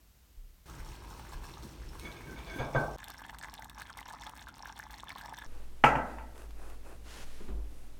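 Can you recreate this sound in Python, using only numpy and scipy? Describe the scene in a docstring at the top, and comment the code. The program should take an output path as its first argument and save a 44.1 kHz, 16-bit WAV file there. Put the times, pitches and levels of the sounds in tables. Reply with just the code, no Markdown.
"""A stew close to the microphone, bubbles bursting and spitting inside a steel pot: short gliding tones,
noise ticks and dense swarms, rung by the pot. Hard cuts join four indoor places: a quiet hall; a table where
a dish is slid (tiny slips ring its modes) and set down, the pot further off; the stove; a board with a wooden
knock (rough contact, ringing modes), a knife sawing a soft bun (dense clicks), faint rustling drags and a last
soft thud. Still air and microphone hiss lie under each place, with a low room mode and camera sway."""
import sys
import numpy as np
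from scipy import signal
from scipy.io import wavfile
from scipy.ndimage import uniform_filter1d

SR = 44100
rng = np.random.default_rng(int(sys.argv[2]) if len(sys.argv) > 2 else 0)


def dump(signal):
    """Clip the signal to [-1, 1] and save it as 16-bit WAV at the path in sys.argv[1]."""
    limited = np.clip(np.atleast_2d(signal).T, -1, 1)
    pcm = np.round(limited * 32767).astype(np.int16)
    wavfile.write(sys.argv[1], SR, pcm)


def volts_from_db(level):
    """Convert decibel levels to linear amplitude ratios."""
    exponent = np.asarray(level, float) / 20
    return 10 ** exponent


N = 352524
T = np.arange(N) / SR  # s


def evened(x):
    """Scales to rms 1."""
    return x / np.sqrt(np.mean(x ** 2) + 1e-20)


def read(points, hz):
    """Reads a curve of (f/Hz, value) points on a log-frequency axis."""
    f, value = np.transpose(points)
    return np.interp(np.log(hz + 1), np.log(f + 1), value)


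def add(mix, s, sound):
    """Mixes a sound in at time s."""
    part = mix[round(s * SR):][:len(sound)]
    part += sound[:len(part)]


def curve(rows, length=None, axis=-1, peak=0.6, power=2):
    """Sum of arches, one a row from its start, highest at the share peak of its length."""
    out = np.zeros(N)
    for row in rows:
        u = np.linspace(0, 1, int((length or row[1]) * SR))
        arch = np.sin(np.pi * u ** (np.log(.5) / np.log(peak))).clip(0) ** power
        add(out, row[0], volts_from_db(row[axis]) * arch)
    return out


# when each place is heard: start t/s, end t/s
HALL = (0, .6575)
TABLE = (.6575, 2.9642)
STOVE = (2.9725, 5.464)
BOARD = (5.464, 8)


def during(shot):
    """1 while the shot lasts, 0 elsewhere."""
    return (T >= shot[0]) & (T < shot[1])


def coloured(x, points):
    """Causal minimum-phase filter with the given spectrum: f/Hz, level/dB."""
    log_gain = np.log(volts_from_db(np.maximum(read(points, np.fft.rfftfreq(8192, 1 / SR)), -100)))
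    circle = np.r_[log_gain, log_gain[-2:0:-1]]
    response = np.fft.ifft(np.exp(np.conj(signal.hilbert(circle)))).real[:4096]
    return signal.oaconvolve(x, response)[:len(x)]


def resonate(x, hz, width):
    """One resonance of gain 1, width in Hz; hz may be a curve."""
    if np.ndim(hz):
        turn, r = np.exp(2j * np.pi * np.cumsum(hz) / SR), np.exp(-np.pi * width / SR)
        return 2 * (turn * signal.lfilter([1 - r], [1, -r], x / turn)).real
    pole = np.exp((2j * np.pi * hz - np.pi * width) / SR)
    return 2 * signal.lfilter([1 - abs(pole)], [1, -pole], x).real


def slow(per_s):
    """Slow chance, rms 1."""
    size = int(SR / per_s)
    return evened(uniform_filter1d(uniform_filter1d(rng.standard_normal(N), size), size))


def train(per_s, spread_db):
    """Sparse clicks of random sign and exponentially spread dB; a negative spread makes some weaker."""
    size = volts_from_db(spread_db * np.minimum(rng.exponential(1, N), 4)) * rng.choice([-1, 1], N)
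    return size * (rng.random(N) < per_s / SR)


def bubble(hz, cycles, rise=0.055, soft=0.024):
    """A cavity rings for a few cycles, its pitch rising as it opens; peak 1."""
    u = np.arange(int(3 * cycles * SR / hz)) * hz / SR / cycles
    ring = (1 - np.exp(-u / soft)) * np.exp(-2.2 * u) * np.sin(2 * np.pi * cycles * (u + rise * u ** 2))
    return ring / abs(ring).max()


# decay of the kitchen: f/Hz, t60/s
KITCHEN = [(100, 0.22), (260, 0.63), (700, 0.87), (1840, 0.27), (4850, 0.3)]


def room(x, first_s=0.00235):
    """Diffuse tail of energy 1, each band dying at its own speed."""
    hz, t, z = signal.stft(rng.standard_normal(SR) * (T[:SR] > first_s), SR, nperseg=256)
    tail = signal.istft(z * volts_from_db(-60 * t / read(KITCHEN, hz)[:, None]), SR, nperseg=256)[1]
    return signal.oaconvolve(x, tail / np.linalg.norm(tail))[:N]


# still air and microphone hiss, one row a place: (spectrum of f/Hz, relative level/dB per Hz), rms level/dB
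AIR = [([(41, -28), (70, -19), (103, -17), (810, -15), (6830, -17.5), (10500, -20), (13500, -15.5),
       (15800, -20.5)], -68.5), ([(41, -55), (70, -3), (158, 3), (203, -23), (313, -3), (740, -20.5),
       (994, -19), (2150, -24), (2460, -20), (5830, -27), (15800, -67)], -55.5), ([(41, -43), (70, 7.5),
       (291, 5.5), (501, -17.5), (1390, -22), (1700, -54), (2390, -47), (3510, -19), (3840, -18),
       (5510, -54.5), (7560, -28.5), (15600, -29)], -63), ([(41, -11.5), (70, -16.5), (103, -6), (150, -14),
       (286, -14), (590, -21), (950, -25.5), (5080, -34), (12300, -37), (15800, -43)], -58.5)]


def air():
    """Each place has its own floor of coloured noise."""
    out = np.zeros(N)
    for shot, (colour, db) in zip((HALL, TABLE, STOVE, BOARD), AIR):
        out += during(shot) * volts_from_db(db) * evened(coloured(rng.standard_normal(N), colour))
    return out


# faint electric whine at the board: width/Hz, rms level/dB
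WHINE = (10, -84.5)


def whine():
    """A very narrow band of noise stands for the faint electric whine."""
    width, db = WHINE
    return during(BOARD) * volts_from_db(db) * evened(resonate(rng.standard_normal(N), 12538, width))


def wandering_tone(hz, wander_hz, per_s):
    """A sine of rms 1 whose pitch drifts slowly."""
    return np.sqrt(2) * np.sin(2 * np.pi * np.cumsum(hz + wander_hz * slow(per_s)) / SR)


# room mode in the hall, at the table, at the stove: rms level/dB
MODE_DB = [-61.5, -49, -58]
# the mode swells after blows and pushes on the board: start t/s, level/dB
BOOMS = [(5.5, -58), (5.83, -43), (6.1, -49.5), (6.4, -49), (6.61, -54), (6.95, -58), (7.47, -37)]


def room_mode():
    """The low mode is narrow noise in the first three places, a swelling tone at the board."""
    mode_hz = 53.6
    boom = evened(resonate(rng.standard_normal(N), mode_hz, 11.0))
    out = boom * sum(during(shot) * volts_from_db(db) for shot, db in zip((HALL, TABLE, STOVE), MODE_DB))
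    swell = volts_from_db(-53.5) + curve(BOOMS, 0.3, peak=0.31)  # resting level plus swells of 0.3 s
    return out + during(BOARD) * swell * wandering_tone(mode_hz, 1.5, 3.4)


# the hand-held camera is jarred: t/s, peak level/dB
JOLTS = [(0.373, -41), (0.795, -39), (1.346, -37.5), (1.846, -41), (2.579, -45)]
# at the board the stand is set swaying: start t/s, level/dB
NUDGES = [(5.45, -40), (6.52, -43), (7.2, -39), (7.4, -44.5), (7.75, -47.5)]


def camera_motion():
    """Jolts are short low rings; the swaying stand is a wandering tone below hearing pitch."""
    out = np.zeros(N)
    for s, db in JOLTS:
        add(out, s, volts_from_db(db) * bubble(hz=31.6, cycles=5.7, rise=0, soft=0.033))
    sway = volts_from_db(-50.5) + curve(NUDGES, 0.72, peak=0.15)  # resting level plus nudges of 0.72 s
    return out + during(BOARD) * sway * wandering_tone(10.5, 1.26, 3.61)


# dull shoves around the table: start t/s, length/s, level/dB
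SHOVES = [(1.61, 0.078, -49.5), (1.98, 0.12, -56.5), (2.19, 0.21, -52), (2.52, 0.092, -43)]


def bustle():
    """Dull movement around the table is low noise that grows through the shot, with shoves in it."""
    start_db, db_per_s = -68, 6
    level = during(TABLE) * volts_from_db(start_db + db_per_s * (T - TABLE[0])) + curve(SHOVES)
    colour = [(60, -48.0), (100, 6.5), (350, 9.5), (900, -25.5)]  # f/Hz, level/dB per Hz
    return level * evened(coloured(rng.standard_normal(N), colour))


# modes of the china: f/Hz, width/Hz, relative level/dB (the lowest takes its level from the pushes)
DISH = [(1550, 57, 0), (2243, 85, -6), (3455, 92, -14.5), (4820, 82, -24.5), (6320, 150, -21.5)]
# the dish is pushed in jerks: start t/s, length/s, upper modes level/dB, lowest mode level/dB
PUSHES = [(2.01, 0.26, -51.5, -69.5), (2.165, 0.041, -52, -70), (2.23, 0.14, -48.5, -51.5),
          (2.355, 0.12, -47.5, -61), (2.455, 0.2, -46.5, -55), (2.575, 0.12, -45.5, -55),
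          (2.74, 0.059, -47, -47)]


def dish():
    """Tiny slips of the foot ring on the table excite the china."""
    span = slice(int(PUSHES[0][0] * SR), int(TABLE[1] * SR))
    slips = train(900 * np.exp(1.1 * slow(45)), spread_db=3.0)
    grip = 1 + 0.012 * slow(21)[span]  # the pitch shifts a little with the grip
    modes = np.zeros((len(DISH), N))
    for mode, (hz, width, _) in zip(modes, DISH):
        once = resonate(slips[span], hz * grip, width)
        mode[span] = evened(resonate(once, hz * grip, 2 * width))
    upper = sum(volts_from_db(row[2]) * mode for row, mode in zip(DISH[1:], modes[1:]))
    scrape = coloured(slips, [(300, 24.0), (1500, 22.0), (5000, 4.5), (12000, -47)])
    upper += volts_from_db(-4.5) * evened(scrape)
    return curve(PUSHES, axis=2, peak=0.099) * upper + curve(PUSHES, peak=0.36) * modes[0]


def ringing(modes, noise, strike_db, damped):
    """Modes rattle unevenly over their t60; the clean struck tones last the share damped of it."""
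    u = T[:len(noise)]
    out = np.zeros(len(u))
    for hz, level_db, t60 in modes:
        rattle = evened(resonate(resonate(noise, hz, 110), hz, 110))
        out += volts_from_db(level_db - 60 * u / t60) * rattle
        struck = (1 - np.exp(-u * hz / 2)) * np.sin(2 * np.pi * hz * u)
        out += volts_from_db(strike_db + level_db - 60 * u / t60 / damped) * struck
    return out


def blows(rows, colour, wet_db, modes=(), modes_db=0., strike_db=0., damped=0.11, rise=0.23):
    """Each blow is a short rough contact in the colour of the body, which rings its modes and the room."""
    out, push, u = np.zeros(N), np.zeros(N), T[:SR // 2]
    click = coloured(1. * (u == 0), colour)
    click = click / np.linalg.norm(click)
    for (s, db, contact), (grit, rattle) in zip(rows, rng.standard_normal((len(rows), 2, len(u)))):
        force = (1 - np.exp(-u / contact / rise)) * np.exp(-u / contact)
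        hit = coloured(grit * force, colour)
        hit = uniform_filter1d(hit, size=5)  # the straight path is duller than what the walls return
        pole = np.exp(-2 * np.pi * 6190 * volts_from_db(0.4 * db) / SR)  # weaker blows are duller
        hit = signal.lfilter([1], np.convolve([1, -pole], [1, -pole]), hit)
        ring = signal.lfilter([1 - pole], [1, -pole], ringing(modes, rattle, strike_db, damped))
        ring = volts_from_db(modes_db) * ring * np.minimum(u / 0.006, 1)
        add(out, s, volts_from_db(db) * (hit / abs(hit).max() + ring))
        add(push, s, volts_from_db(db) * click * np.sqrt(contact * SR))
    return out + volts_from_db(wet_db) * room(push)


# thuds at the table: t/s, peak level/dB, contact/s
THUDS = [(2.594, -26, 0.011), (2.746, -21, 0.02)]
# their colour: f/Hz, level/dB per Hz
THUD = [(41, -4.5), (70, -12.5), (145, 2), (178, -32), (210, -8), (341, -10), (718, -7.5), (1300, -13),
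        (6000, -68), (9000, -81)]


def dish_set_down():
    """Long soft contacts without modes set the dish down."""
    return blows(THUDS, THUD, wet_db=-6.0, rise=0.37)


# wooden knocks at the board: t/s, peak level/dB of the contact, contact/s
KNOCKS = [(5.838, -3.5, 0.0042), (5.889, -22, 0.00077), (5.952, -22, 0.0078), (6.184, -31.5, 0.0019)]
# their colour: f/Hz, level/dB per Hz
KNOCK = [(41, -9), (70, -33), (140, 1.5), (190, -16), (252, -5), (395, -13.5), (451, -6), (757, -1.5),
         (1160, -6.5), (1330, -5.5), (2430, -7), (2800, -8), (3730, -31), (6250, -27.5), (15000, -45)]
# modes of the wood: f/Hz, relative level/dB, t60/s
WOOD = [(239, -9.5, 0.95), (634, -17.5, 0.58), (871, 5, 0.465), (1328, -1, 0.55), (1540, -8.5, 0.687),
        (1910, -22, 0.93), (1970, -9.5, 0.6), (2600, -9, 0.23)]


def wooden_knock():
    """Short contacts ring the modes of the wood, soon damped but for the rattle."""
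    return blows(KNOCKS, KNOCK, wet_db=-11.5, modes=WOOD, modes_db=-21.5, strike_db=6.5)


# last soft bumps: t/s, peak level/dB of the contact, contact/s
BUMPS = [(7.402, -42.5, 0.0078), (7.479, -39, 0.015), (7.523, -52, 0.0058)]
# their colour: f/Hz, level/dB per Hz
BUMP = [(59, -55), (100, -6.5), (401, -0.5), (538, -12), (4000, -27), (6000, -75)]
# what the soft bumps ring with: f/Hz, relative level/dB, t60/s
COUNTER = [(199, 8.5, 0.31), (336, 2, 0.17)]


def soft_bumps():
    """Dull contacts ring the two low modes of the counter."""
    return blows(BUMPS, BUMP, wet_db=-6.0, modes=COUNTER, modes_db=-18.5, strike_db=12, damped=0.57)


# colours of crumb, crust and edge hiss: f/Hz, level/dB per Hz
CRUMB = [(150, -33), (330, 5), (900, -0.5), (1400, -3.5), (1900, -9.5), (2250, -19), (2600, -6.5),
         (3300, -38)]
CRUST = [(1500, 6.5), (2800, 5), (7000, -2), (10000, -25)]
EDGE = [(5000, -7), (8000, -1), (9800, -1), (12500, -8), (16000, -14)]
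# teeth catch on the crust: t/s, level/dB
CATCHES = [(6.358, -49), (6.379, -42), (6.42, -42), (6.508, -44), (6.70, -40.5), (6.745, -50)]
# strokes of the blade; the last two rows are faint rustling drags across the board after the cut:
# start t/s, length/s, crumb level/dB, crust level/dB, edge hiss level/dB
STROKES_AND_DRAGS = [(5.48, 0.21, -60.5, -69, -74), (6.008, 0.2, -53, -65, -69),
                     (6.342, 0.13, -55, -75, -65), (6.56, 0.22, -55.5, -67, -67),
                     (6.826, 0.15, -54.5, -72, -66.5), (7.04, 0.3, -59, -52, -59.5),
                     (7.137, 0.4, -88, -59.5, -66), (7.673, 0.25, -85, -74, -71)]


def knife_and_drags():
    """Teeth drag through crumb and crust in dense clicks, with edge hiss; faint drags reuse these layers."""
    crumb = evened(coloured(train(2500, spread_db=3.0), CRUMB))
    crust = evened(coloured(train(6000, spread_db=-3.5), CRUST))
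    edge = evened(coloured(rng.standard_normal(N), EDGE))
    out = np.zeros(N)
    for (s, db), grit in zip(CATCHES, rng.standard_normal((len(CATCHES), 300))):
        snag = evened(coloured(grit, [(300, -7.5), (900, 2), (12000, -17)]))
        add(out, s, volts_from_db(db) * snag * np.exp(-T[:300] / 0.0017) / 2)
    cut_s = 7.245  # a later moment at the board cuts the long stroke off; only drags are heard after it
    for row in STROKES_AND_DRAGS:
        heard = T < cut_s if row[0] + row[1] / 2 < cut_s else T >= cut_s
        for column, layer in enumerate((crumb, crust, edge), start=2):
            out += heard * curve([row], axis=column, peak=0.46, power=0.68) * layer
    return out


def swarm(per_s, low_hz, high_hz, cycles, spread_db, count=14):
    """Many unlisted bubbles of mixed sizes, rms 1."""
    clicks, kind = train(per_s, spread_db), rng.integers(0, count, N)
    out = np.zeros(N)
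    for k, hz in enumerate(np.geomspace(low_hz, high_hz, count)):
        out += signal.oaconvolve(clicks * (kind == k), bubble(hz, cycles, rise=0.11))[:N]
    return evened(out)


# air in the pot: f/Hz, width/Hz, level/dB
POT = [(950, 224, 3), (1200, 73, -3.5), (1700, 157, 6), (3590, 120, 8)]


def pot_ring(x, hollow):
    """The air in the pot answers at its resonances."""
    return sum(volts_from_db(db) * resonate(x, hz, width) for hz, width, db in hollow)


# the clearest bubbles: t/s, peak level/dB before the pot rings, f/Hz
BUBBLES = [(0.696, -44.5, 1150), (0.863, -47, 1060), (0.918, -48, 2600), (1.079, -47, 920),
           (1.195, -43.5, 1030), (1.324, -45.5, 970), (1.435, -45.5, 970), (1.452, -43.5, 980),
           (1.539, -42, 3840), (1.574, -43.5, 1000), (1.636, -52, 3960), (1.89, -44, 5100),
           (1.953, -45, 860), (2.117, -42, 3700), (2.39, -43, 3200), (3.031, -36, 1700), (3.18, -41, 5330),
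           (3.198, -46, 1580), (3.218, -41, 910), (3.25, -40, 1550), (3.283, -53, 3270), (3.296, -40, 1650),
           (3.336, -46, 1200), (3.347, -45, 4500), (3.369, -51, 950), (3.435, -35, 1620),
           (3.446, -32, 1760), (3.485, -37, 1750), (3.623, -36.5, 1800), (3.579, -41, 3650),
           (3.697, -41.5, 3420), (3.778, -41.5, 1000), (3.797, -39, 974), (3.819, -34.5, 1550),
           (3.904, -40, 1100), (3.971, -40, 925), (3.99, -35, 1860), (4.029, -41.5, 2900),
           (4.06, -40, 1570), (4.069, -45, 2800), (4.132, -54, 1240), (4.147, -40.5, 1070),
           (4.198, -46, 5700), (4.219, -42, 3500), (4.236, -39, 1600), (4.266, -37.5, 3380),
           (4.394, -45, 3380), (4.542, -42, 4760), (4.569, -49, 950), (4.625, -37, 5370),
           (4.657, -34, 1540), (4.673, -45, 5760), (4.698, -43, 1020), (4.766, -49, 3400),
           (4.798, -33, 1580), (4.829, -38, 1810), (4.94, -40, 1740), (4.942, -39, 4100),
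           (4.999, -43, 3400), (5.034, -36, 974), (5.084, -37.5, 3300), (5.104, -34, 2060),
           (5.119, -42, 4260), (5.159, -35.5, 950), (5.182, -41.5, 3530), (5.212, -38, 1580),
           (5.284, -54, 3570), (5.325, -36.5, 880), (5.34, -38, 1700), (5.377, -42.5, 3400),
           (5.421, -37.5, 1590)]


def bursting_bubbles(hollow):
    """Each burst is a short ring gliding up; smaller bubbles ring more cycles and glide less."""
    pops = np.zeros(N)
    chance = np.exp(0.24 * rng.standard_normal((len(BUBBLES), 2)))
    for (s, db, hz), (longer, steeper) in zip(BUBBLES, chance):
        khz = hz / 1000
        cycles, glide = longer * 5.2 * khz ** 0.35, steeper * 0.14 / khz
        add(pops, s, volts_from_db(db) * bubble(hz, cycles, glide, soft=0.022))
    return pops + volts_from_db(-11.0) * pot_ring(pops, hollow)


# skins that snap and spit: t/s, level/dB
SNAPS = [(0.705, -43), (0.801, -43), (1.085, -53), (1.997, -25.5), (2.9848, -31.5), (3.0425, -22.5),
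         (3.084, -25.5), (3.103, -23), (3.1396, -35.5), (3.197, -34.5), (3.2977, -40), (3.3866, -25.5),
         (3.5403, -23), (3.596, -31), (3.645, -28), (3.698, -25.5), (3.8035, -42), (3.819, -23.5),
         (3.974, -26.5), (4.0075, -30), (4.0807, -33.5), (4.0996, -31), (4.2953, -28), (4.4113, -37),
         (4.486, -31.5), (4.5827, -33.5), (4.7913, -24.5), (4.9087, -28), (5.0938, -25.5), (5.185, -28.5),
         (5.2587, -31), (5.295, -34), (5.3365, -33.5), (5.3884, -28)]


def snapping_skins():
    """Each skin is a sharp noise tick inside a short lumpy spray."""
    snaps, u = np.zeros(N), T[:900]
    lead_s = 0.006  # the spray sets in just before the tick
    noise = rng.standard_normal((len(SNAPS), 900))
    droplets = np.exp(0.54 * evened(uniform_filter1d(rng.standard_normal(noise.shape), 40)))  # uneven
    for (s, db), hiss, lumps in zip(SNAPS, noise, droplets):
        tick = 0.5 * np.exp(-abs(u - lead_s) / 0.00054)
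        spray = 0.069 * (u / lead_s) ** 2 * np.exp(-u / 0.0031) * lumps
        add(snaps, s - lead_s, volts_from_db(db) * hiss * (tick + spray))
    return coloured(snaps, [(1500, -11.5), (3500, -3.0), (7000, -8.0), (13000, -6.5), (16000, -15)])


def simmer(hollow):
    """Swarms of small bubbles come in clumps: full at the close stove, faint from the table."""
    flurry_s = 0.04  # each listed burst comes amid a flurry of smaller ones
    bursts = curve([(row[0] - flurry_s / 2, 0) for row in BUBBLES + SNAPS], flurry_s, peak=0.54)
    clump = np.exp(0.5 * slow(40)) * np.where(during(STOVE), 1 + 1.6 * bursts, 1 + bursts)
    churn = swarm(300 * clump, 750, 2700, cycles=3.6, spread_db=4.5)
    pot = evened(0.26 * churn + pot_ring(churn, hollow))
    fizz = swarm(400 * clump, 2760, 6980, cycles=4.6, spread_db=7)
    spit = swarm(220 * clump, 6500, 16500, cycles=1.3, spread_db=6.5)
    near = volts_from_db(-54.5) * pot + volts_from_db(-62.5) * fizz + volts_from_db(-69.0) * spit
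    far = volts_from_db(-65.5) * (pot + churn)
    far += volts_from_db(-66.0) * swarm(500 * clump, 3780, 6800, cycles=5.1, spread_db=7.5)
    far += volts_from_db(-64.0) * swarm(1500 * clump, 6000, 11000, cycles=0.62, spread_db=1.5)
    return during(STOVE) * near + during(TABLE) * far


def stew():
    """Bubbles burst, spit and simmer; the pot rings and its steel walls scatter the sound."""
    # the heaving surface shifts the pot's resonances
    hollow = [(hz * (1 + 0.045 * slow(30)), width, db) for hz, width, db in POT]
    direct = bursting_bubbles(hollow) + snapping_skins() + simmer(hollow)
    walls = rng.standard_normal(2600) * volts_from_db(-60 * T[:2600] / 0.017)  # t60 17 ms
    return direct + volts_from_db(-9.5) * signal.oaconvolve(direct, walls / np.linalg.norm(walls))[:N]


def scene():
    """All sources in their places, cut shot by shot."""
    background = air() + whine() + room_mode() + camera_motion() + bustle()
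    china = dish()
    table = dish_set_down() + china + volts_from_db(3.5) * room(china)
    board = wooden_knock() + soft_bumps() + knife_and_drags()
    pot = stew()
    pot = pot + volts_from_db(np.where(during(TABLE), -3., -14.)) * room(pot)  # more room from further off
    mix = background + during(TABLE) * table + board + (during(TABLE) | during(STOVE)) * pot
    return mix[None]


def band_limit(x):
    """A steep low-pass at the top of the band."""
    return signal.sosfilt(signal.butter(12, 16690, fs=SR, output="sos"), x)


def record(dry):
    """Passes the finished mix through the steep low-pass at the top of the band, with no further gain."""
    return band_limit(dry)


dry = scene()
out = record(dry)
dump(out)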